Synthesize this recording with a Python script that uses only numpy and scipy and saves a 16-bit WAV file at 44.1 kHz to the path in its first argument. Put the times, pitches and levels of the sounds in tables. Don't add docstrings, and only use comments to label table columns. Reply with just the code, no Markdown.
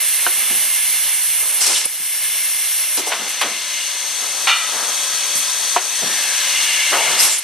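import sys
import numpy as np
from scipy import signal
from scipy.fft import rfft, irfft, next_fast_len
from scipy.io import wavfile

SR = 44100
rng = np.random.default_rng(int(sys.argv[2]) if len(sys.argv) > 2 else 0)


def file_out(sig):
    cols = np.atleast_2d(sig).T
    lim = np.clip(cols, -1, 1)
    pcm = np.round(lim * 32767).astype(np.int16)
    wavfile.write(sys.argv[1], SR, pcm)


N = 327663
T = np.arange(N) / SR
FFT_SIZE = next_fast_len(N, real=True)
HZ = np.maximum(np.arange(FFT_SIZE // 2 + 1) * SR / FFT_SIZE, 1)

# f/Hz, level/dB
BLOW_SPECTRUM = [(2000, -104), (4500, -74.5), (5900, -64.5), (7200, -69), (8000, -64.5), (9000, -57.5),
                 (9800, -54), (10700, -53), (11700, -57.5), (12200, -54), (12900, -70), (14200, -77)]
# f/Hz, width/Hz, boost/dB
PIN_PEAKS = [(6230, 69, 9), (8620, 240, 5.5), (9100, 240, -9.5), (9340, 110, 4.5), (10150, 200, -1),
             (10800, 82, -6), (11900, 220, 0.5), (12300, 170, -1), (12770, 120, 7)]
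# t/s, level/dB, hold/s, left minus right/dB
BLOW_SPELLS = [(0, 1.97, 1.58, -2.7), (1.85, 0, 1.11, -1)]
# f/Hz, level/dB
OIL_SPECTRUM = [(25, -110), (100, -90.5), (160, -87), (300, -84.5), (600, -77), (1000, -72.5), (1400, -71),
                (2000, -66.5), (2900, -62), (4000, -66.5), (5000, -68), (6000, -65.5), (7300, -72.5),
                (13000, -73)]
# f/Hz, width/Hz, boost/dB
MAIN_PEAKS = [(605.5, 10.4, 14.5), (1036, 67, 2), (1708, 99, 8), (1900, 92, -1), (2091, 70, 10),
              (2274, 33, 9.5), (2410, 110, 0.5), (2708, 54, 8.5), (2860, 63, 3.5), (3460, 130, 5),
              (4230, 160, 6)]
# f/Hz, width/Hz, boost/dB
RETURN_PEAKS = [(579, 9.9, 18.5), (1030, 81, 12.5), (1292, 26, 10), (1602, 89, 9.5), (1926, 68, 5),
                (2600, 76, 4.5), (2870, 180, -2.5), (3293, 220, 7.5), (3646, 61, 8), (3840, 140, 4.5),
                (4345, 110, 13), (4770, 150, -1), (5300, 120, 8.5)]
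# t/s, flow/dB, rise/s, hold/s, t60/s
OIL_STROKES = [(0, 0.74, 0.0033, 1.01, 12), (1.2, -1.07, 0.088, 2.5, 5), (5.9, 4.5, 0.73, .58, 1.8)]
# t/s, flow/dB, rise/s, hold/s, t60/s
OIL_DRAINS = [(2.6, 0.64, 2.49, 1.4, 2.6)]
# f/Hz, level/dB
EXHAUST_SPECTRUM = [(150, -89), (600, -65), (2000, -62.5), (4200, -57.5), (5400, -53), (6800, -55.5),
                    (8600, -51.5), (10000, -55), (11600, -59.5), (12800, -67.5), (14200, -69)]
# t/s, level/dB, rise/s, hold/s, t60/s, treble tilt/(dB per octave)
PUFFS = [(1.594, 2, 0.025, 0.037, 1, 0), (1.697, -14, .02, 0.11, 0.12, 1),
         (2.967, -5, .006, 0.022, 0.086, -3), (3.054, -12, .012, .025, 0.2, 7),
         (3.272, -16, .01, .03, .15, 11.5), (3.408, -8, .005, .006, 0.068, 7),
         (5.344, -7.5, 0.013, .015, 0.35, 10), (7.173, 1, 0.028, 0.036, 0.77, 1)]
# f/Hz, level/dB
LEAK_SPECTRUM = [(200, -99), (700, -72.5), (1400, -78), (2400, -81), (4000, -64.5), (5300, -65.5),
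                 (6250, -57), (6900, -66.5), (8400, -61), (10000, -62), (11900, -66.5), (12700, -97),
                 (14200, -124)]
# f/Hz, width/Hz, boost/dB
LEAK_RESONANCES = [(5040, 25, 3), (5290, 130, 4.5), (6060, 240, 4), (8520, 280, 3.5), (9100, 140, -3.5),
                   (9400, 150, 2.5), (11400, 1500, 2)]
# t/s, drop in whistle pitch/Hz, recovery/s
AIR_DRAWS = [(1.95, 450, .2), (3.1, 450, .3), (3.38, 250, .1), (6.045, 700, .15), (6.4, 150, .35)]
# t/s, level/dB
FRAME_HITS = [(4.469, -7.5), (4.49, -11.5)]
# f/Hz, level/dB, t60/s
FRAME_MODES = [(790, -6, .25), (905, -7, .25), (1160, -5, .3), (1290, -3, .85), (1363, 0, .5),
               (1417, -6, .4), (1945, -3, .65), (1990, -5, .6), (2380, 0, .6), (2489, -4, .5),
               (2730, -5, .6), (2817, 2, .45), (2900, -4, .5), (2995, -2, .7), (3248, -9, .5),
               (3420, -6, .35), (3606, -3, .85), (3800, -5, .45), (4306, -5, .55), (4660, -8, .3),
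               (5314, -10, .65)]
# t/s, level/dB, most strongly excited f/Hz
STOP_HITS = [(.2643, -5.5, 1580), (5.7621, -3, 910)]
# f/Hz, level/dB, t60/s
STOP_TONES = [(367, -4, 0.11), (544, -17, .06), (722, -1.5, 0.065), (967, -0.5, 0.026), (1050, -5, 0.035),
              (1420, -12.5, 0.05), (1534, -2.5, 0.027), (2370, -8, .04), (2940, 0.5, 0.037)]
# t/s, level/dB, rise/s, t60/s, low f/Hz, high f/Hz
THUDS = [(0.266, -25.5, 0.0037, 0.11, 330, 3200), (.275, -34, .004, .2, 350, 400),
         (0.499, -36.5, 0.0071, 0.43, 155, 816), (1.665, -30, 0.027, 0.13, 260, 1320),
         (1.858, -34, 0.0028, 0.018, 140, 1320), (1.989, -52, 0.0081, 0.22, 140, 400),
         (2.971, -30, 0.0066, 0.2, 250, 510), (3.065, -27.5, 0.0076, 0.21, 400, 1020),
         (3.109, -19, 0.012, 0.14, 570, 3370), (3.19, -31, .012, .26, 200, 1800),
         (3.409, -15.5, 0.0067, 0.13, 586, 3600), (3.425, -26, 0.018, 0.32, 218, 1880),
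         (5.346, -42.5, 0.0084, 0.37, 130, 357), (5.764, -16.5, 0.0019, 0.16, 486, 3000),
         (6.015, -28.5, 0.013, 0.41, 144, 1000), (6.91, -18, 0.019, 0.29, 380, 2050),
         (6.94, -24, 0.024, .6, 630, 1020)]
# t/s, length/s, start f/Hz, end f/Hz, width/Hz, level/dB
VALVE_SQUEALS = [(1.741, 0.047, 3700, 3330, 1360, -20.5), (1.851, 0.012, 9400, 10300, 1740, -13.5),
                 (2.79, 0.044, 10400, 10900, 1210, -23), (3.69, 0.25, 2860, 2850, 70, -31.5),
                 (5.961, 0.52, 1813, 1620, 200, -31.5), (6.5, 0.56, 2830, 2815, 109, -26.5),
                 (7.188, 0.031, 5300, 5100, 604, -15.5), (7.189, 0.094, 11700, 11400, 505, -20),
                 (7.284, 0.095, 7900, 7000, 1100, -22), (7.379, 0.021, 9800, 10800, 1620, -18)]
# f/Hz, level/dB
SLIDE_SPECTRUM = [(30, -102), (90, -95), (160, -84), (260, -81), (420, -74), (800, -71), (1400, -71),
                  (3000, -86)]
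# t/s, level/dB, rise/s, hold/s, t60/s
CARRIAGE_MOVES = [(.1, 0, 0.12, .08, 3.4), (1.33, .5, 0.067, 0.17, 1.4), (2.95, 6, 0.19, .02, 2),
                  (3.7, .8, 0.68, 2, 4.5), (4.69, 11.5, 0.076, .02, 1.2), (6.88, 11, .14, 0.25, .5)]
# t/s, depth/dB
LEVEL_DIPS = [(1.875, 7), (4.53, 3.5), (5.79, 4), (7.41, 3)]
# f/Hz, likeness (0-1), phase/rad, left minus right/dB
STEREO_AHEAD = [(3900, 1, 0, 0.5), (5400, 0.55, 0.7, 0), (7650, 0.4, 1, 1), (8800, 0.8, 1.5, -1.5),
                (10000, 0.8, 2.5, -2.5), (11800, 0.88, 2, 4), (13100, 0.8, 3, 1.5)]
STEREO_LEFT = [(3500, 0.93, -0.5, 5), (5200, .8, 0.5, 3.5), (6240, 1, -3.1, 4.5), (7500, 0.2, 1, 7),
               (8850, 0.5, -1.5, 5), (10900, 0.8, -3.5, 7), (13200, 0, 0.3, 2.5), (12600, 0, 19, 4)]
STEREO_BLAST = [(120, .98, 0, 0), (500, 0.97, 0.26, 0), (1300, 1, 0.28, 0), (5000, 0.64, 0, 0),
                (9000, 0.097, 1, 0)]

FILL_START_S, FILL_TIME_S, VENT_S = 2.97, 1.52, 7.15


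def blowing(rise_s=0.0067, t60=0.34, flutter_db=0.5):
    valve = 0
    for start, db, hold, pan_db in BLOW_SPELLS:
        sides_db = db + np.array([[pan_db], [-pan_db]]) / 2
        valve = valve + undb(sides_db) * burst(T - start, rise_s, t60, hold)
    hiss = turbulence(colour(BLOW_SPECTRUM, PIN_PEAKS), STEREO_AHEAD)
    return hiss * valve * undb(flutter_db * wander(34.86))


def hydraulics(flutter_db=0.72, brighten=0.6, throttle_hz=2600, throttle_width_hz=1800):
    throttle = 1 / (1 + (2 * (HZ - throttle_hz) / throttle_width_hz) ** 4)
    out = 0
    for runs, peaks, idle_db in ((OIL_STROKES, MAIN_PEAKS, -22), (OIL_DRAINS, RETURN_PEAKS, -18)):
        gain = colour(OIL_SPECTRUM, peaks)
        flow = np.maximum(motion(runs), undb(idle_db))
        for share, growth in ((1 - throttle, 0), (throttle, brighten)):
            level = flow * np.maximum(flow, 1) ** growth * undb(flutter_db * wander(25))
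            out = out + turbulence(gain * np.sqrt(share), STEREO_AHEAD) * level
    return out


def exhausts(sputter_db=1.0, tilt_pivot_hz=6000):
    air = turbulence(colour(EXHAUST_SPECTRUM, ripple_hz=164.0), STEREO_BLAST)
    air *= undb(sputter_db * wander(90))
    out, t = np.zeros((2, N)), T[:SR]
    octaves = np.log2(np.maximum(np.arange(SR // 2 + 1), 500) / tilt_pivot_hz)
    for start, db, rise, hold, t60, tilt_db in PUFFS:
        one_second = np.take(air, int(start * SR) + np.arange(SR), axis=1, mode="wrap")
        puff = one_second * burst(t, rise, t60, hold)
        add(out, start, irfft(rfft(puff) * undb(db + tilt_db * octaves)))
    return out


def leak(low_db=-7.5, full_db=2.5, flutter_db=0.5, rise_s=0.041, t60=1.6):
    db = low_db + (full_db - low_db) * line_fullness() + flutter_db * wander(30)
    pressurised = burst(T - FILL_START_S, rise_s, t60, hold=VENT_S - FILL_START_S - rise_s)
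    return turbulence(colour(LEAK_SPECTRUM, LEAK_RESONANCES), STEREO_LEFT) * undb(db) * pressurised


def clang(ring_db=-13.3, crash_db=-5.3, tail_db=-16, beating=0.87, cluster_hz=45):
    out, t = np.zeros(N), T[:SR]
    for start, db in FRAME_HITS:
        ring = 0
        for hz, mode_db, t60 in FRAME_MODES:
            tone = np.sin(2 * np.pi * (hz * t + rng.random()))
            neighbours = beating * unsteady_tone(np.full(SR, hz), cluster_hz)
            ring = ring + undb(mode_db) * (tone + neighbours) * burst(t, 0.0062, t60)
        envelope = burst(t, rise=0.0036, t60=0.17) + undb(tail_db) * burst(t, rise=0.077, t60=1.0)
        crash = band(rng.standard_normal(SR), low_hz=800, high_hz=3800) * envelope
        add(out, start, undb(db) * (undb(ring_db) * ring / np.sqrt(2) + undb(crash_db) * crash))
    return out


def knocks(contact_s=0.0015, bounce_s=0.0073, bounce_db=-13, spread_octaves=0.27):
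    out, t = np.zeros(N), T[:SR // 4]
    for start, db, centre_hz in STOP_HITS:
        ring = 0
        for hz, mode_db, t60 in STOP_TONES:
            strength = undb(db + mode_db) / np.hypot(1, np.log2(hz / centre_hz) / spread_octaves)
            ring = ring - strength * np.sin(2 * np.pi * hz * t) * burst(t, contact_s, t60)
        add(out, start, ring)
        add(out, start + bounce_s, undb(bounce_db) * ring)
    return out


def thuds(roughness_db=1.0, hall_db=-24, hall_t60=0.97):
    out, t = np.zeros(N), T[:SR]
    for start, db, rise, t60, low_hz, high_hz in THUDS:
        noise = rng.standard_normal(SR) * undb(roughness_db * wander(347, SR))
        envelope = burst(t, rise, t60, hold=rise) + undb(hall_db) * burst(t, 0.056, hall_t60)
        add(out, start, undb(db) * band(noise, low_hz, high_hz) * envelope)
    return out


def squeals(stereo_above_hz=4500):
    out, t = np.zeros((2, N)), T[:SR]
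    for start, length, start_hz, end_hz, width_hz, db in VALVE_SQUEALS:
        hz = np.interp(t, [0, length], [start_hz, end_hz])
        swell = np.sqrt(np.abs(np.sin(np.pi * np.minimum(t / length, 1))))
        left = unsteady_tone(hz, width_hz)
        right = unsteady_tone(hz, width_hz) if start_hz > stereo_above_hz else left
        add(out, start, undb(db) * swell * np.array([left, right]))
    return out


def whistle_pitch(rest_hz=6370, blowing_drop_hz=770, waver_hz=15, onset_s=0.05):
    hz = rest_hz - blowing_drop_hz * (T < FILL_START_S) + waver_hz * wander(20)
    for start, drop_hz, recovery in AIR_DRAWS:
        onset = np.clip(1 + (T - start) / onset_s, 0, 1)
        hz = hz - drop_hz * onset * np.exp(-np.maximum(T - start, 0) / recovery)
    return hz


def whistle(start_s=1.8, rise_s=0.28, low_db=-34.5, full_db=-26.5, fade_at_s=6.3, pan_db=7):
    hz = whistle_pitch()
    direct = unsteady_tone(hz, width_hz=120)
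    reflected = 0.25 * unsteady_tone(hz, width_hz=120)
    left = (direct + reflected) * undb(pan_db / 2)
    right = (direct - reflected) * undb(-pan_db / 2)
    envelope = burst(T - start_s, rise_s, t60=0.39, hold=VENT_S - start_s - rise_s)
    db = low_db + (full_db - low_db) * np.sqrt(line_fullness())
    db -= 4.5 * np.maximum(T - fade_at_s, 0)
    return np.array([left, right]) / np.sqrt(2) * envelope * undb(db)


def carriage(idle_db=-9.5, judder_db=2.0):
    speed = np.maximum(motion(CARRIAGE_MOVES), undb(idle_db))
    rumble = turbulence(colour(SLIDE_SPECTRUM, ripple_hz=25.03), STEREO_AHEAD)
    return rumble * speed * undb(judder_db * wander(22))


def dips(onset_s=0.027, recovery_db_per_s=21):
    db = 0
    for start, depth_db in LEVEL_DIPS:
        onset = np.clip(1 + (T - start) / onset_s, 0, 1)
        db = db - onset * np.clip(depth_db - recovery_db_per_s * (T - start), 0, depth_db)
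    return undb(db)


def line_fullness():
    return 1 - np.exp(-np.maximum(T - FILL_START_S, 0) / FILL_TIME_S)


def motion(runs):
    gains = [undb(db) * burst(T - start, rise, t60, hold) for start, db, rise, hold, t60 in runs]
    return np.max(gains, axis=0)


def turbulence(gain, stereo):
    likeness, phase, pan_db = over_hz(stereo)
    parted = np.clip((HZ - stereo[0][0]) / 500, 0, 1)
    likeness = 1 - parted * (1 - np.clip(likeness, 0, 1))
    phase, pan_db = parted * phase, parted * pan_db
    left, unrelated = rfft(rng.standard_normal((2, FFT_SIZE))) * gain * np.sqrt(SR / 2)
    right = likeness * np.exp(-1j * phase) * left + np.sqrt(1 - likeness ** 2) * unrelated
    return irfft(np.array([left * undb(pan_db / 2), right * undb(-pan_db / 2)]), FFT_SIZE)[:, :N]


def colour(spectrum, peaks=(), ripple_hz=45, ripple_db=1.6):
    ripple = ripple_db * np.interp(HZ / ripple_hz, np.arange(1024), rng.standard_normal(1024))
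    db = over_hz(spectrum)[0] + ripple
    for hz, width, boost_db in peaks:
        db = db + boost_db / (1 + (2 * (HZ - hz) / width) ** 2)
    return undb(db)


def over_hz(rows):
    hz, *columns = np.transpose(rows)
    return [np.interp(np.log(HZ), np.log(hz), column) for column in columns]


def unsteady_tone(hz, width_hz):
    lowpass = signal.butter(2, width_hz / 2, fs=SR, output="sos")
    sway = signal.sosfilt(lowpass, rng.standard_normal((2, len(hz))))
    phase = 2 * np.pi * np.cumsum(hz) / SR
    return (sway[0] * np.cos(phase) + sway[1] * np.sin(phase)) / sway.std()


def band(sound, low_hz, high_hz):
    edges = [low_hz, np.clip(high_hz, low_hz + 20, SR / 2 - 20)]
    kept = signal.sosfilt(signal.butter(3, edges, "band", fs=SR, output="sos"), sound)
    return kept / kept.std()


def wander(rate, count=N):
    points = rng.standard_normal(16384)
    return 1.3 * np.interp(np.arange(count) * rate / SR, np.arange(len(points)), points)


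def burst(t, rise, t60, hold=0):
    return np.clip(t / rise, 0, 1) * np.exp(-np.log(1000) * np.maximum(t - rise - hold, 0) / t60)


def add(out, start_s, sound):
    i = int(start_s * SR)
    out[..., i:i + sound.shape[-1]] += sound[..., :N - i]


def undb(db):
    return 10 ** (np.asarray(db) / 20)


def scene():
    rush = hydraulics() + blowing() + leak() + whistle() + carriage() + exhausts()
    return rush * dips() + squeals() + thuds() + knocks() + clang()


def record(dry, bass_hz=45, top_hz=13200):
    bass_cut = signal.butter(1, bass_hz, "high", fs=SR, output="sos")
    top_cut = signal.ellip(10, 0.2, 80, top_hz, fs=SR, output="sos")
    return signal.sosfilt(top_cut, signal.sosfilt(bass_cut, np.clip(dry, -1, 1)))


dry = scene()
out = record(dry)
file_out(out)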